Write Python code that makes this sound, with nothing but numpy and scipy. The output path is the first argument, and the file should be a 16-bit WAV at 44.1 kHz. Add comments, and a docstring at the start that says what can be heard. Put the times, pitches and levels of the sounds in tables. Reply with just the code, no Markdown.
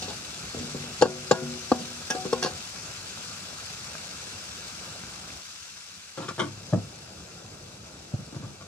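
"""Food sizzles hard in a wok, over the lumpy roar of a gas burner: outdoors, close to a two-port microphone.
Sizzle and flame are coloured noise. A steel spatula scrapes, raps the rim three times and is laid down,
each contact a push and chatter that ring modes of wok and blade. Oil pops are short decaying tones.
The burner dies; its knob is worked until it relights lower, and the stove frame takes a few dull bumps."""
import sys
import numpy as np
from scipy import signal
from scipy.fft import irfft
from scipy.io import wavfile
from scipy.ndimage import uniform_filter1d

SR = 44100
rng = np.random.default_rng(int(sys.argv[2]) if len(sys.argv) > 2 else 0)


def persist_wave(psi):
    """Save psi, clipped to +-1, as 16-bit WAV."""
    counts = np.round(np.clip(psi, -1, 1) * 32767).astype(np.int16)
    wavfile.write(sys.argv[1], SR, np.atleast_2d(counts).T)


N = 382347  # samples

# All levels stand ahead of the port colours and of the gain control in record().
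# Sizzle of the food: start_s, level_db
SIZZLE_LEVEL = [(0.0, -39.5), (4.64, -40.5), (5.53, -43.5), (6.1, -46), (8.67, -50)]
# Spectrum of the sizzle: pitch_hz, relative level_db per Hz
SIZZLE_COLOUR = [(410, -77.5), (700, -14.5), (1310, -3), (1580, -1.5), (1840, -1), (2490, -2), (4730, 1),
                 (8530, -4), (9600, -13.5), (10100, -12.5), (11100, -18.5), (12500, -23.5), (13900, -24),
                 (15000, -13.5), (16000, -39)]
# Roar of the flame, which dies and is relit lower and duller:
# start_s, level_db before slope_db_per_octave changes the balance, slope_db_per_octave above 450 Hz
FLAME_COURSE = [(0, -44.5, -2), (2.6, -46, -0.5), (5.37, -47, 0), (5.441, -58, 1.5), (6.15, -59, -0.5),
                (6.4, -46.5, -4), (8.67, -47, -3.5)]
# Spectrum of the flame: pitch_hz, relative level_db per Hz
FLAME_COLOUR = [(24, -54.5), (45, -9), (103, 4), (143, -11), (183, 3), (223, -10), (436, -9.5), (690, -8.5),
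                (1020, -14.5), (1370, -9), (2000, -23.5), (2600, -57), (4400, -120)]
# How alike sizzle and flame are at the two ports: pitch_hz, likeness (0-1)
PORT_LIKENESS = [(60, 1), (200, 0.97), (600, 0.28), (1300, 0.45), (1900, 0.63), (2450, 1), (3200, 0.61),
                 (6000, 0.029), (9000, 0.67), (15000, 1)]
# Phase by which left leads for sizzle, flame and pops: pitch_hz, lead_rad
HISS_LEAD = [(0, 0), (1550, 0.5), (1810, 3.4), (2500, 0.5), (3270, -3.8), (4390, -4.5), (5860, -2.6),
             (9730, -12.4), (10700, -13.3), (12600, -16.5), (13200, -18.7), (14500, -18.9), (15200, -21.9),
             (16100, -22.0)]
# Left minus right for sizzle, flame and pops: pitch_hz, level_db
HISS_TILT = [(60, -0.5), (700, 0.5), (1100, -0.5), (2500, 0.7), (4300, 0.5), (5800, 11), (8000, -1.5),
             (10000, 0), (16000, 0)]

# Spatula on the wok: start_s, strength_db, chatter_s (decay), hardness_hz,
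# wok_ring_db, blade_ring_db, rasp_db (over the strength; low where food pads the blow),
# bright_db_per_octave (how much the spot favours high modes of wok and blade)
RAPS = [(.02, -26, 0.02, 606, -33, -3, -2.5, -4), (0.079, -23, 0.039, 705, -36, -23, -13.5, 2),
        (0.113, -34, 0.0097, 350, -19, -35, -24, 0.1), (0.546, -23.5, 0.0014, 447, -20, -33, -33, -4),
        (0.565, -20, 0.018, 220, -30, -38, -21, -4), (0.586, -31, 0.016, 600, -28, -38, -6, -11),
        (0.599, -19.5, 0.017, 200, -26, -38, -26, -7), (0.628, -25, 0.029, 300, -32, -38, -28, -7),
        (0.683, -29, 0.015, 300, -26, -38, -25, 1), (.746, -18.5, 0.01, 330, -19.5, -39, -36, -2),
        (0.838, -29, 0.009, 350, -26, -32, -20, -1), (1.012, -15, 0.018, 605, -41, -33, -7, 8),
        (1.022, -3.5, 0.0044, 2580, -28.5, -29, -8, 0.1), (1.028, -9, 0.0072, 1200, -34, -43, -30, 0.1),
        (1.054, -15.5, 0.0056, 1120, -43, -40, -32, 5), (1.075, -16, 0.017, 250, -19, -40, -35, -3),
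        (1.311, -5, 0.0061, 2450, -26, -27, -6.5, 1.5), (1.317, -9.5, 0.007, 1200, -30.5, -37, -15, 3),
        (1.349, -27, 0.014, 1000, -14, -5, -9, -1.5), (1.418, -21, 0.021, 300, -19, -33, -35, -11),
        (1.717, -8.5, 0.0049, 1680, -28.5, -29, -15, 1), (1.744, -23, 0.02, 696, -31, -33, -20, 8),
        (1.79, -20, 0.035, 220, -30, -33, -19, -8), (2.102, -23, 0.015, 4120, -17, -10.5, 0.7, 2.5),
        (2.148, -24.5, 0.014, 660, -17, 1, -11, -6), (2.252, -12.5, 0.011, 260, -19, -45, -20, 1.5),
        (2.328, -17, 0.005, 1490, -19, -31, -5.5, 3.5), (2.425, -25, 0.02, 3000, -15.5, -4, 2, 2.5),
        (2.446, -21, 0.0034, 2060, -41, -16, 1.5, 9), (2.459, -24, 0.015, 2500, -27, -6, -7, -2),
        (2.477, -29, 0.014, 400, -30, -9, -12, 3), (2.5, -35, 0.016, 900, -31, -6, -14, 0.1),
        (2.523, -45, 0.015, 800, -36, -11, -18, 0.1)]
# Dull first thud of the wok: pitch_hz (sounded at 0.98 of it), level_db, t60_s
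WOK_THUD = [(134.5, -4.5, 0.02), (242, -1, 0.022), (407, -2, 0.021), (435, 0.5, 0.011), (497, 2, 0.039),
            (653, -3, 0.025), (770, 3.5, 0.015), (910, -2, 0.026), (1093, -3.5, 0.029), (1178, -0.5, 0.021),
            (1377, -5.5, 0.018), (1650, -8, 0.034), (1740, -9, 0.011), (1830, -8.5, 0.014)]
# Ring of the wok: pitch_hz (sounded at 0.98 of it), level_db, t60_s
WOK_RING = [(148, -6, 0.84), (245.8, 0.5, 0.96), (291, -14, 0.3), (378, -0.2, 0.99), (434, -2.5, 0.18),
            (525, -3.5, 0.87), (671, -3, 0.45), (771, 1, 0.23), (840, -2.5, 0.24), (900, -18, 0.64),
            (994, -3, 0.26), (1125, -15, 0.53), (1090, 2, 0.148), (1460, -4, 0.44)]
# Ring of the spatula blade: pitch_hz (sounded at 0.98 of it until laid down), level_db, t60_s
BLADE_RING = [(757.6, -4, 0.36), (810, -15.5, 0.1), (1207, -0.5, 0.073), (1490, -3, 0.04),
              (1500, -6.5, 0.071), (1697, 5.5, 0.12)]
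# Small, quick modes that colour the steel rasp: pitch_hz (sounded at 0.98 of it), relative level_db, t60_s
STEEL_RASP = [(2300, -10.5, 0.0029), (2800, -6, 0.037), (2930, 4, 0.0037), (3780, 4, 0.0057),
              (4460, 4.5, 0.011), (4880, 1.5, 0.012), (5500, -3, 0.01), (5680, 8.5, 0.0043),
              (7180, -2, 0.012), (8900, -2, 0.0033), (9630, -18, 0.0043), (13600, -23, 0.0027)]
# The blade settles and chokes whatever still rings: start_s, decay_s
CHOKES = [(2.245, 0.015), (2.51, 0.063)]
# Lying on the wok the blade sounds lower (0.97 in place of 0.98 of its pitch) and rings shorter
LAID_S, LAID_PITCH, LAID_RING = 2.42, 0.97, 0.4  # s, factor, factor
# The bowl is not quite round: each mode is a close pair that beats
PAIR_GAP, PAIR_DEPTH = 0.0163, 0.45  # share of the pitch, depth 0-1
# Every contact lands elsewhere: spread of mode pitch (share) for thud, wok, blade and rasp
RAP_DRIFT = (.025, 0, .004, .03)
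SPOT_DB = 2.0  # spread of mode level
# Phase by which left leads for all blows: pitch_hz, lead_rad
BLOW_LEAD = [(0, 0), (140, .1), (270, .7), (600, .05), (1200, .3), (1600, 1.2), (2500, 1.2), (16000, 1.2)]
# Left minus right for the spatula: pitch_hz, level_db
RAP_TILT = [(100, -1), (280, -0.5), (550, 7), (1200, 0.5), (4000, 0.5)]

# Oil pops: start_s, level_db (where the decay begins), pitch_hz
POPS = [(3.175, -25, 1390), (3.953, -20.5, 1610), (5.037, -24.5, 1610), (5.304, -25.5, 2460)]

# Knob worked: start_s, strength_db, chatter_s (decay), hardness_hz
TURNS = [(6.174, -28.5, 0.042, 1550), (6.219, -35.5, 0.027, 2000), (6.245, -40, 0.011, 804),
         (6.283, -32, 0.019, 3000), (6.309, -34, 0.0036, 1490), (6.38, -25.5, 0.022, 1300),
         (6.394, -25.5, 0.02, 2930), (6.417, -23, 0.02, 1090), (6.444, -32, 0.029, 1000),
         (8.325, -39, 0.016, 900), (8.345, -38, 0.025, 1420), (8.424, -34, 0.029, 970),
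         (8.607, -42, 0.016, 1480)]
# Stove frame bumped: start_s, strength_db, chatter_s (decay), hardness_hz
BUMPS = [(6.519, -58, .012, 300), (6.726, -17, 0.0063, 700), (6.733, -11, 0.0035, 985),
         (6.743, -15, 0.0093, 900), (6.755, -12, 0.022, 400), (6.806, -25, 0.031, 250),
         (6.862, -38, 0.019, 220), (7.189, -35, 0.0072, 300), (8.137, -10.5, 0.003, 190),
         (8.187, -23.5, 0.012, 250), (8.36, -18.5, 0.004, 190), (8.395, -25, .015, 250),
         (8.434, -24.5, 0.005, 300), (8.465, -26, 0.03, 200)]
# Drive of frame, knob and grit (one row each) when the knob turns:
# level_db over the strength at HARD_HZ, slope_db_per_octave of hardness; harder turns rasp more
TURN_SHARES = [(-7.5, -31), (-1.5, 3.5), (-18.5, 9.5)]
# The same rows and columns for bumps
BUMP_SHARES = [(-23, 2), (-18, 0), (-52, 6)]
HARD_HZ = 1000
# Dull first thud of the stove: pitch_hz (sounded at 0.98 of it), level_db, t60_s
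STOVE_THUD = [(101, -13, 0.1), (175, 5, 0.025), (282, -3, 0.021), (357, -6.5, 0.037), (530, -7, 0.028),
              (664, -4, 0.04), (930, -16, 0.04), (1260, -19.5, 0.06), (1380, -34, 0.017),
              (1750, -13, 0.017)]
# Ring of the stove frame: pitch_hz (sounded at 0.98 of it), level_db, t60_s
FRAME_RING = [(104.4, 1.5, 0.61), (142.9, -1, 0.6), (159, -9, 0.24), (219, -2, .25), (304, 6, 0.16),
              (371, -6, 0.29)]
# Ring of the knob: pitch_hz (sounded at 0.98 of it), level_db, t60_s
KNOB_RING = [(351, -1, 0.076), (557, -2, 0.045), (923, -6.5, 0.044), (1154, 1.5, 0.041), (1426, 1, 0.038),
             (1740, -1.5, 0.028), (2020, -9.5, 0.018), (2380, -0.5, 0.019), (2840, -1, 0.011),
             (3200, 9, 0.011), (3930, 0, 0.0086)]
# Quick modes that colour the grit: pitch_hz (sounded at 0.98 of it), relative level_db, t60_s
GRIT_RASP = [(2100, 8, 0.0011), (2110, 1, 0.0078), (2900, -4, 0.0011), (3270, 3, 0.0065), (3940, 6, 0.0023),
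             (5260, -2, 0.011), (6700, 1, 0.003), (9500, -1, 0.0023)]
# Spread of mode pitch (share) for thud, frame, knob and grit
STOVE_DRIFT = (.04, .01, .035, .06)
# Left minus right for knob and frame: pitch_hz, level_db
STOVE_TILT = [(100, 0.5), (280, 0.5), (550, 4), (1200, 4), (4000, 0.5)]

UNLIKE_RAD = 0.9  # how far the chatter differs between the ports
BASS_HZ, EDGE_HZ = 64, 15900  # the microphone loses what lies below; upper band limit
CEILING = 0.92  # full scale is 1


def gain_of(db):
    """Decibels to a factor."""
    return 10 ** (np.asarray(db) / 20)


def evened(x):
    """Scales to rms 1."""
    return x / np.sqrt(np.mean(x ** 2) + 1e-20)


def read(points, hz):
    """A spectrum table at the frequencies hz, interpolated on a log pitch scale."""
    f, value = np.transpose(points)
    return np.interp(np.log(hz + 1), np.log(f + 1), value)


def along(curve):
    """The level column of a curve as a gain for every sample."""
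    s, db = np.transpose(curve)[:2]
    return gain_of(np.interp(np.arange(N) / SR, s, db))


def hiss(colour, patchy_db, flicker_db, slope=((0, 0),)):
    """Partly alike noise pair, with drifting patches, a flicker shared by all bands and a moving slope."""
    frames, hz = N // 256 + 5, np.fft.rfftfreq(1024, 1 / SR)
    a, b, c, d, patches = rng.standard_normal((frames, 513, 5)).T
    patches = uniform_filter1d(patches, size=10, axis=0)  # wide in pitch
    patches = evened(uniform_filter1d(patches, size=8, axis=1))  # long in time
    same = np.clip(read(PORT_LIKENESS, hz), -1, 1)[:, None]
    left = a + 1j * b
    right = same * left + np.sqrt(1 - same ** 2) * (c + 1j * d)
    octaves = np.log2(np.maximum(hz / 450, 1))
    slope_db = np.outer(octaves, np.interp(np.arange(frames) * 256 / SR, *np.transpose(slope)))
    flicker = flicker_db * rng.standard_normal(frames)
    level_db = read(colour, hz)[:, None] + slope_db + patchy_db * patches + flicker
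    spectra = np.array([left, right]) * gain_of(level_db)
    return evened(signal.istft(spectra, nperseg=1024, noverlap=768)[1][:, :N])


def sizzle():
    """Thousands of tiny steam bubbles blur to hiss; the larger ones roughen it."""
    bursts = rng.random(N) < 900 / SR  # about 900 larger bubbles a second
    size = gain_of(0.38 * np.minimum(rng.exponential(1, N), 5)) * bursts
    spit = signal.oaconvolve(size, np.exp(-np.arange(200) / 30))[:N]
    steam = hiss(SIZZLE_COLOUR, patchy_db=1.17, flicker_db=0.9)
    return steam * evened(1 + 0.25 * spit) * along(SIZZLE_LEVEL)


def flame():
    """Lumpy low roar of the burner: noise whose level and treble slope follow the flame."""
    slope = np.array(FLAME_COURSE)[:, ::2]
    return hiss(FLAME_COLOUR, patchy_db=1.82, flicker_db=1.0, slope=slope) * along(FLAME_COURSE)


def ringing(modes, luck, drift, pitch=0.98, ring=1.0, bright_db=0.0, pivot_hz=400, beat=0.0):
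    """Impulse response of a struck body; the spot hit shifts and reweighs its modes."""
    t = np.arange(0, ring * max(mode[2] for mode in modes), 1 / SR)
    total = np.zeros(len(t))
    for k, ((hz, db, t60), (level_luck, pitch_luck)) in enumerate(zip(modes, luck)):
        spot_db = SPOT_DB * level_luck + bright_db * np.log2(hz / pivot_hz)
        envelope = gain_of(db + spot_db - 60 * t / (ring * t60))
        beating = 1 + beat * np.cos(2 * np.pi * (PAIR_GAP * hz * t + pitch_luck))
        tone = np.sin(2 * np.pi * hz * pitch * (1 + drift * pitch_luck) * t)
        # neighbouring modes start in opposite senses, so that the first instant is no spike
        total += (-1) ** k * envelope * beating * tone
    return total


def contact_drives(length, hard_hz, swell, noise, other):
    """Forces of one contact, a push then dying chatter, on thud, body, small part and rasp."""
    t = np.arange(len(noise)) / SR
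    rise_s = 2.2 / hard_hz + swell * length  # soft blows rise slowly
    fade = np.exp(-t / length) * (1 - np.exp(-t / rise_s))
    push = np.exp(-2 * np.pi * hard_hz * t) * t  # soft blows carry no treble
    push /= push.sum()
    pair = np.array([noise, np.cos(UNLIKE_RAD) * noise + np.sin(UNLIKE_RAD) * other]) * fade
    pair /= np.linalg.norm(pair[0])
    force = signal.fftconvolve(pair, push[None], axes=1)[:, :len(t)]
    push *= np.sqrt(0.0051 / (0.0098 + length)) / (1 + 4 * swell)  # a long scrape has little of a first blow
    force *= 1.44 * length / (0.0069 + length)  # a clean blow has little chatter
    return [0.87 * force + 1.57 * push, 0.38 * force + 1.38 * push, force + 1.4 * push,
            pair * np.linalg.norm(fade)]


def blows(table, levels, bodies, drifts, lowest_hz, swell=0.0, chokes=(), laid_s=np.inf,
          brights=None, beat=0.0):
    """Each contact drives four sets of modes, which ring until they fade or are choked."""
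    count, samples = len(table), 6144
    chatter = rng.standard_normal((count, 2, samples))
    slips = evened(uniform_filter1d(rng.standard_normal((count, 1, samples)), size=120, axis=2))
    chatter *= gain_of(2.4 * slips)  # the contact grips and slips in uneven grains
    lucks = rng.standard_normal((count, 4, 14, 2))
    brights = np.zeros(count) if brights is None else brights
    out = np.zeros((2, N + 3 * SR))
    contacts = zip(table[:, :4], np.transpose(levels), chatter, lucks, brights)
    for (s, _, length, hard_hz), dbs, (noise, other), luck, bright in contacts:
        drives = contact_drives(length, hard_hz, swell, noise, other)
        thud, body, small, rasp = zip(bodies, luck, drifts)
        laid = (LAID_PITCH, LAID_RING) if s > laid_s else ()
        rasp_ring = ringing(*rasp)
        rings = [ringing(*thud), ringing(*body, bright_db=bright, beat=beat),
                 ringing(*small, *laid, bright_db=bright, pivot_hz=1094),
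                 rasp_ring / np.linalg.norm(rasp_ring)]
        for db, drive, ring in zip(dbs, drives, rings):
            sound = gain_of(db) * signal.fftconvolve(drive, ring[None], axes=1)
            now = s + np.arange(sound.shape[1]) / SR
            for at, dies in chokes:
                if s < at:
                    sound = sound * np.exp(-np.maximum(now - at, 0) / dies)
            out[:, round(s * SR):][:, :len(now)] += sound
    # too small to radiate bass
    out = signal.sosfilt(signal.butter(2, lowest_hz, "high", fs=SR, output="sos"), out[:, :N])
    difference = (out[0] - out[1]) / 2
    bass = signal.sosfilt(signal.butter(1, 260, fs=SR, output="sos"), difference)
    return out - np.outer([1, -1], bass)  # long waves reach both ports alike


def spatula():
    """Steel on the wok: wok ring, blade ring and rasp depend on how bare the steel lands."""
    rows = np.array(RAPS)
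    levels = [rows[:, 1], *(rows[:, 1] + rows[:, 4:7].T)]
    return blows(rows, levels, (WOK_THUD, WOK_RING, BLADE_RING, STEEL_RASP), RAP_DRIFT, lowest_hz=110,
                 chokes=CHOKES, laid_s=LAID_S, brights=rows[:, 7], beat=PAIR_DEPTH)


def pops():
    """Water bursting in the oil: a decaying tone of a couple of cycles each."""
    out, t = np.zeros(N + 600), np.arange(600) / SR
    for s, db, hz in POPS:
        out[round(s * SR):][:600] += gain_of(db) * np.sin(2 * np.pi * hz * t) * np.exp(-t / 0.00057)
    return out[:N]


def share(table, law):
    """Level of one body for every blow, from strength and hardness."""
    return table[:, 1] + law[0] + law[1] * np.log2(table[:, 3] / HARD_HZ)


def stove(table, shares, swell):
    """Contacts on the stove: thud, frame, knob and grit, weighted by the hardness of the blow."""
    rows = np.array(table)
    levels = [rows[:, 1]] + [share(rows, law) for law in shares]
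    return blows(rows, levels, (STOVE_THUD, FRAME_RING, KNOB_RING, GRIT_RASP), STOVE_DRIFT,
                 lowest_hz=65.4, swell=swell)


def at_the_ports(pair, tilt, lead):
    """A source reaches the two ports with its own colour and delay, split evenly between them."""
    hz = np.fft.rfftfreq(1024, 1 / SR)
    port = gain_of(read(tilt, hz) / 2) * np.exp(0.5j * np.interp(hz, *np.transpose(lead)))
    taps = np.roll(irfft([port, 1 / port]), 512, axis=1) * np.hanning(1024)
    return signal.oaconvolve(pair, taps, axes=1)[:, 512:][:, :N]


def scene():
    """All sources at the microphone, close by."""
    cooking = at_the_ports(sizzle() + flame() + pops(), HISS_TILT, HISS_LEAD)
    steel = at_the_ports(spatula(), RAP_TILT, BLOW_LEAD)
    handled = stove(TURNS, TURN_SHARES, swell=0.073) + stove(BUMPS, BUMP_SHARES, swell=0.041)
    return cooking + steel + at_the_ports(handled, STOVE_TILT, BLOW_LEAD)


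def record(dry):
    """Bass loss, gain control that ducks the sizzle after loud blows, a soft ceiling and the band limit."""
    thinned = signal.sosfilt(signal.butter(3, BASS_HZ, "high", fs=SR, output="sos"), dry)
    power = abs(uniform_filter1d((thinned ** 2).mean(0), size=200))
    power_db = 10 * np.log10(power + 1e-12)
    fall = np.arange(N) * 30.0 / SR  # the held level falls 30 dB a second
    held_db = np.maximum.accumulate(power_db + fall) - fall
    over_db = np.maximum(held_db + 12, 0)  # threshold -12 dB
    ducked = thinned / gain_of(0.5 * uniform_filter1d(over_db, size=200))  # half the excess is taken off
    ducked = ducked / (1 + (ducked / CEILING) ** 6) ** (1 / 6)  # peaks round off at the ceiling
    band = signal.firwin(511, EDGE_HZ, window=("kaiser", 9), fs=SR)
    return signal.oaconvolve(ducked, band[None], "same")


dry = scene()
out = record(dry)
persist_wave(out)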